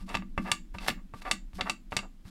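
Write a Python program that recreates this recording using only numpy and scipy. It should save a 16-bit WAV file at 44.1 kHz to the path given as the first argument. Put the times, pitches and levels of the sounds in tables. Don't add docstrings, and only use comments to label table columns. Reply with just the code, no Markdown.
import sys
import numpy as np
from scipy import signal
from scipy.fft import rfft, irfft
from scipy.io import wavfile

SR = 44100
rng = np.random.default_rng(int(sys.argv[2]) if len(sys.argv) > 2 else 0)


def wav_record(signal):
    frames = np.transpose(np.atleast_2d(signal))
    bounded = np.clip(frames, -1, 1)
    quanta = np.round(bounded * 32767).astype(np.int16)
    wavfile.write(sys.argv[1], SR, quanta)


N = 101429

# (frequency [Hz], gain [dB])
CLATTER_COLOUR = [(100, -5.5), (260, 2.5), (400, -6.5), (600, 1.5), (1200, -16.5), (2600, 0.5), (4200, -3),
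                  (6300, -2), (8000, 1.5), (11000, -6.5), (16000, -23.5)]


def amp(db):
    return 10 ** (np.asarray(db) / 20)


def unit(x):
    return x / np.sqrt(np.sum(x ** 2) + 1e-20)


def read(points, hz):
    f, value = np.transpose(points)
    return np.interp(np.log(hz + 1), np.log(f), value)


def add(mix, start_s, sound):
    at = round(start_s * SR)
    sound = sound[max(-at, 0):]
    part = mix[max(at, 0):][:len(sound)]
    part += sound[:len(part)]


def colour(x, gain):
    hz = abs(np.fft.fftfreq(4096, 1 / SR))
    log_gain = np.log(np.maximum(gain(hz), 1e-5))
    spectrum = np.exp(np.conj(signal.hilbert(log_gain)))
    impulse = np.fft.ifft(spectrum).real[:2048]
    return signal.fftconvolve(x, impulse)[:len(x)]


def soften(hz, corner_hz, leak_db):
    return np.sqrt(1 / (1 + (hz / corner_hz) ** 6) + amp(leak_db) ** 2)


def deck(base):
    # (frequency [Hz], level [dB], t60 [s])
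    resonances = [(751.5, 6.5, 0.11), (910, 3.5, 0.031), (1170, 10, 0.045), (1317, 3.5, 0.015),
                  (1544, 7, 0.12), (1710, 8.5, .035), (1980, 5.5, 0.017), (2220, 8, 0.017),
                  (2687, 14.5, 0.024), (2825, 10.5, 0.039), (3507, 8, 0.017), (3773, 7.5, 0.019),
                  (4617, 9.5, 0.013), (5610, 6.5, 0.036)]
    level_spread_db, pitch_spread = -2, 0.012
    chance = rng.standard_normal((len(resonances), 2))

    def gain(hz):
        peaks = 0
        for (f, db, t60_s), (a, b) in zip(resonances, chance):
            offset_hz = hz - f * (1 + pitch_spread * b)
            detune = offset_hz * 2 * np.pi * t60_s / np.log(1000)
            peaks = peaks + amp(db + level_spread_db * a) ** 2 / (1 + detune ** 2)
        base_db = read(base, hz)
        drive = amp(base_db - read(CLATTER_COLOUR, hz))
        return np.sqrt(amp(base_db) ** 2 + peaks * drive ** 2)
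    return gain


def tap(db, hard_hz, bass_hz, push_db):
    push_s, edges_rise_s, leak_db = 0.00009, 0.00027, -24
    edges_t60_s = 0.042
    t = np.arange(SR // 10) / SR
    push = -unit(t / push_s * np.exp(-t / push_s))
    envelope = (1 - np.exp(-t / edges_rise_s)) * amp(-60 * t / edges_t60_s)
    edges = rng.standard_normal(len(t)) * envelope
    edges = irfft(np.exp(1j * np.angle(rfft(edges))), len(t))
    edges = edges * np.sqrt(envelope)
    blow = unit(colour(amp(push_db) * push + unit(edges), deck(CLATTER_COLOUR)))

    def contact(hz):
        return soften(hz, hard_hz, leak_db) * hz / np.hypot(hz, bass_hz)
    return amp(db) * colour(blow, contact)


def slips(length_s, top, power, spread_db):
    slips_per_s = 3000
    u = np.arange(SR // 5) / SR / length_s
    swell = np.interp(u, [0, np.clip(top, .05, .95), 1], [0, 1, 0]) ** power
    size = amp(spread_db * np.minimum(rng.exponential(1, len(u)), 4))
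    size = size * rng.choice([-1, 1], len(u))
    return swell * size * (rng.random(len(u)) < slips_per_s / SR)


def slide(length_s, db, corner_hz, top):
    # (frequency [Hz], gain [dB])
    rub_colour = [(100, -22), (300, 6), (400, 4.5), (700, 10), (1200, -9.5), (1800, -2.5), (2800, -1.5),
                  (4500, -3), (8000, -6.5), (16000, -36)]
    swell_power, spread_db, leak_db = 0.52, 3.5, -30.5
    rub = colour(slips(length_s, top, swell_power, spread_db), deck(rub_colour))
    rub = unit(colour(rub, lambda hz: soften(hz, corner_hz, leak_db)))
    return amp(db) * np.sqrt(length_s * SR) * rub


def swish(length_s, db, top):
    # (frequency [Hz], gain [dB])
    swish_colour = [(100, -40), (600, -1.5), (2000, 2), (3500, 3.5), (5000, 4), (6500, -3.5), (9000, -3),
                    (12000, -6), (16000, -18.5)]
    swell_power, spread_db = 0.53, 2.5
    drive = slips(length_s, top, swell_power, spread_db)
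    hiss = unit(colour(drive, lambda hz: amp(read(swish_colour, hz))))
    return amp(db) * np.sqrt(length_s * SR) * hiss


def thud(db, pitch_hz, boom_db):
    # (frequency [Hz], level [dB], t60 [s])
    modes = [(177.5, -5.5, 0.28), (192.5, -4, 0.43), (241.7, -14.5, 0.48), (289, -25, 0.47),
             (322.5, -19.5, 0.48)]
    push_cycles, swell_s = 0.6, 0.016
    t = np.arange(SR) / SR
    age = t * pitch_hz / push_cycles
    push = 2 * age * np.exp(1 - 2 * age) * np.sin(2 * np.pi * pitch_hz * t)
    boom = np.zeros(len(t))
    for f, level_db, t60_s in modes:
        boom += amp(level_db - 60 * t / t60_s) * np.sin(2 * np.pi * (f * t + rng.random()))
    return amp(db) * push + amp(boom_db) * boom * (1 - np.exp(-t / swell_s)) ** 2


def room(x):
    # (frequency [Hz], level [dB])
    room_colour = [(100, 16.5), (300, 18), (700, 3.5), (2000, 1), (5000, -1), (7500, 3), (12000, 1),
                   (16000, 1.5)]
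    # (frequency [Hz], t60 [s])
    room_t60 = [(100, 0.3), (300, 0.19), (420, 0.073), (800, 0.14), (2000, 0.17), (5000, 0.17),
                (8000, 0.14), (12000, 0.14), (16000, 0.31)]
    # (frequency [Hz], width [Hz], level [dB], t60 [s])
    rings = [(1198, 150, -19.5, 0.074), (7186, 520, -16.5, 0.25)]
    build_up_s = 0.0055
    hz, t, z = signal.stft(rng.standard_normal(SR // 2), SR, nperseg=256)
    z = z * amp(read(room_colour, hz)[:, None] - 60 * t / read(room_t60, hz)[:, None])
    tail = signal.istft(z, SR, nperseg=256)[1]
    age_s = np.arange(len(tail)) / SR
    tail = unit(tail * np.minimum(age_s / build_up_s, 1) ** 2)
    for f, width_hz, db, t60_s in rings:
        band = np.exp(-((np.fft.rfftfreq(len(tail), 1 / SR) - f) / width_hz) ** 2)
        ring = irfft(rfft(rng.standard_normal(len(tail))) * band, len(tail))
        tail = tail + amp(db) * unit(ring * amp(-60 * age_s / t60_s))
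    return signal.fftconvolve(x, tail)[:N]


def noise(points):
    spectrum = rfft(rng.standard_normal(N)) * amp(read(points, np.fft.rfftfreq(N, 1 / SR)))
    return np.sqrt(N) * unit(irfft(spectrum, N))


def background():
    # (frequency [Hz], density [dB per Hz])
    rumble_colour = [(10, -19), (22, 2.5), (28, 3.5), (36, 3), (55, -19), (80, -23.5), (130, -29.5),
                     (190, -17), (240, -20), (330, -24.5), (380, -41.5), (800, -72.5)]
    hiss_colour = [(50, 3), (400, -1), (1000, -4.5), (3000, -8), (8000, -15.5), (16000, -20)]
    # (time [s], level [dB])
    rumble_level = [(0.0, -38), (0.03, -40.5), (0.5, -41.5), (0.52, -44), (1.54, -47), (1.56, -43.5),
                    (2.18, -48), (2.3, -49.5)]
    hiss_db = -70.5
    rumble_db = np.interp(np.arange(N) / SR, *np.transpose(rumble_level))
    return amp(rumble_db) * noise(rumble_colour) + amp(hiss_db) * noise(hiss_colour)


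def scene():
    # (time [s], level before contact filter [dB], hardness as treble corner [Hz],
    # weight as bass corner [Hz], push of air relative to clatter [dB])
    tap_events = [(0.091, -19, 9000, 900, -7), (0.144, -3.5, 3240, 294, -4), (0.1515, 0, 5500, 482, 0),
                  (.171, -9, 10000, 1500, 16), (0.223, -19.5, 2780, 383, 12), (0.378, 1, 1930, 248, -1.5),
                  (.3815, -7.5, 2315, 399, -2.5), (0.516, 6, 11500, 1000, -10),
                  (0.7485, -21.5, 1670, 297, -20), (0.7848, -10.5, 4500, 1740, -2.5),
                  (0.884, 3.5, 4750, 314, 2.5), (0.9008, -2, 3270, 700, -11.5),
                  (1.138, -11.5, 1249, 411, 5), (1.1425, -14.5, 1476, 500, -5), (1.22, -20, 6000, 400, 0),
                  (1.3123, 4.5, 10200, 510, -14.5), (1.533, -31.5, 8000, 202, 8),
                  (1.6095, 1.5, 4170, 506, -13), (1.6968, 0.5, 10000, 400, -8.5),
                  (1.9212, -4, 1990, 302, -8), (1.9279, -6, 1820, 397, 11.5), (1.9666, 2, 9900, 510, -9),
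                  (1.99, -7.5, 4470, 470, -5)]
    # (start [s], length [s], level [dB], treble corner [Hz], place of swell's top [0-1])
    slide_events = [(-.02, 0.068, -60.5, 2650, 0), (.075, 0.069, -46.5, 2870, 0.47),
                    (0.443, 0.069, -41.5, 2356, 0.58), (0.74, 0.016, -44.5, 1880, 0.6),
                    (0.79, 0.067, -48.5, 4560, 0.91), (0.863, 0.014, -41, 3200, 0.1),
                    (0.969, 0.045, -63, 2030, 0.22), (1.171, 0.085, -63.5, 2830, .9),
                    (1.248, 0.046, -38.5, 2500, 0.37), (1.286, 0.025, -46, 1310, 1),
                    (1.583, 0.03, -40.5, 1320, 0.25), (1.653, 0.046, -39.5, 2130, 0.52),
                    (1.909, 0.13, -61, 1900, 0.26), (2.019, 0.042, -52.5, 1250, 0.26),
                    (2.249, 0.061, -65, 2580, 0)]
    # (start [s], length [s], level [dB], place of swell's top [0-1])
    swish_events = [(-.02, 0.075, -65.5, 0.46), (0.06, 0.14, -60.5, 0.3), (0.136, .026, -50, 0.9),
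                    (0.363, 0.17, -60.5, .85), (0.737, .05, -62, 0.2), (0.794, 0.1, -52, 1),
                    (.876, 0.021, -32.5, 0.4), (.89, 0.036, -51.5, 0), (1.128, 0.081, -63, 0.8),
                    (1.213, 0.02, -57, 0.5), (1.238, 0.089, -61, 0.5), (1.534, 0.081, -58.5, 0.48),
                    (1.616, 0.1, -62, 0.73), (1.906, 0.08, -60.5, 0.2), (2.244, 0.057, -62.5, 0.77)]
    # (time [s], thud level [dB], thud pitch [Hz], boom level [dB])
    thud_events = [(.005, -43, 65, -34), (.146, -32, 85, -26), (0.376, -27.5, 62.5, -23.5),
                   (.516, -32.5, 117, -35.5), (.745, -34.5, 70.4, -34), (0.883, -52, 121, -39.5),
                   (0.911, -33.5, 111, -35.5), (1.139, -35.5, 104, -44.5), (1.313, -39, 122, -35),
                   (1.539, -35.5, 52.5, -33.5), (1.611, -37, 79.4, -36.5), (1.698, -67, 111, -53.5),
                   (1.921, -35.5, 80, -35.5), (1.966, -32, 110, -35.5), (2.252, -37.5, 90, -39.5)]
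    room_db = -6.5
    cards, low = np.zeros(N), background()
    for start_s, *row in tap_events:
        add(cards, start_s, tap(*row))
    for start_s, *row in slide_events:
        add(cards, start_s, slide(*row))
    for start_s, length_s, db, top in swish_events:
        add(cards, start_s, swish(length_s, db, top))
    for start_s, *row in thud_events:
        add(low, start_s, thud(*row))
    return (cards + amp(room_db) * room(cards) + low)[None]


def record(dry):
    edge_hz = 16000
    lowpass = signal.firwin(255, edge_hz, window=("kaiser", 9), fs=SR)
    return signal.oaconvolve(dry, lowpass[None], "same")


dry = scene()
out = record(dry)
wav_record(out)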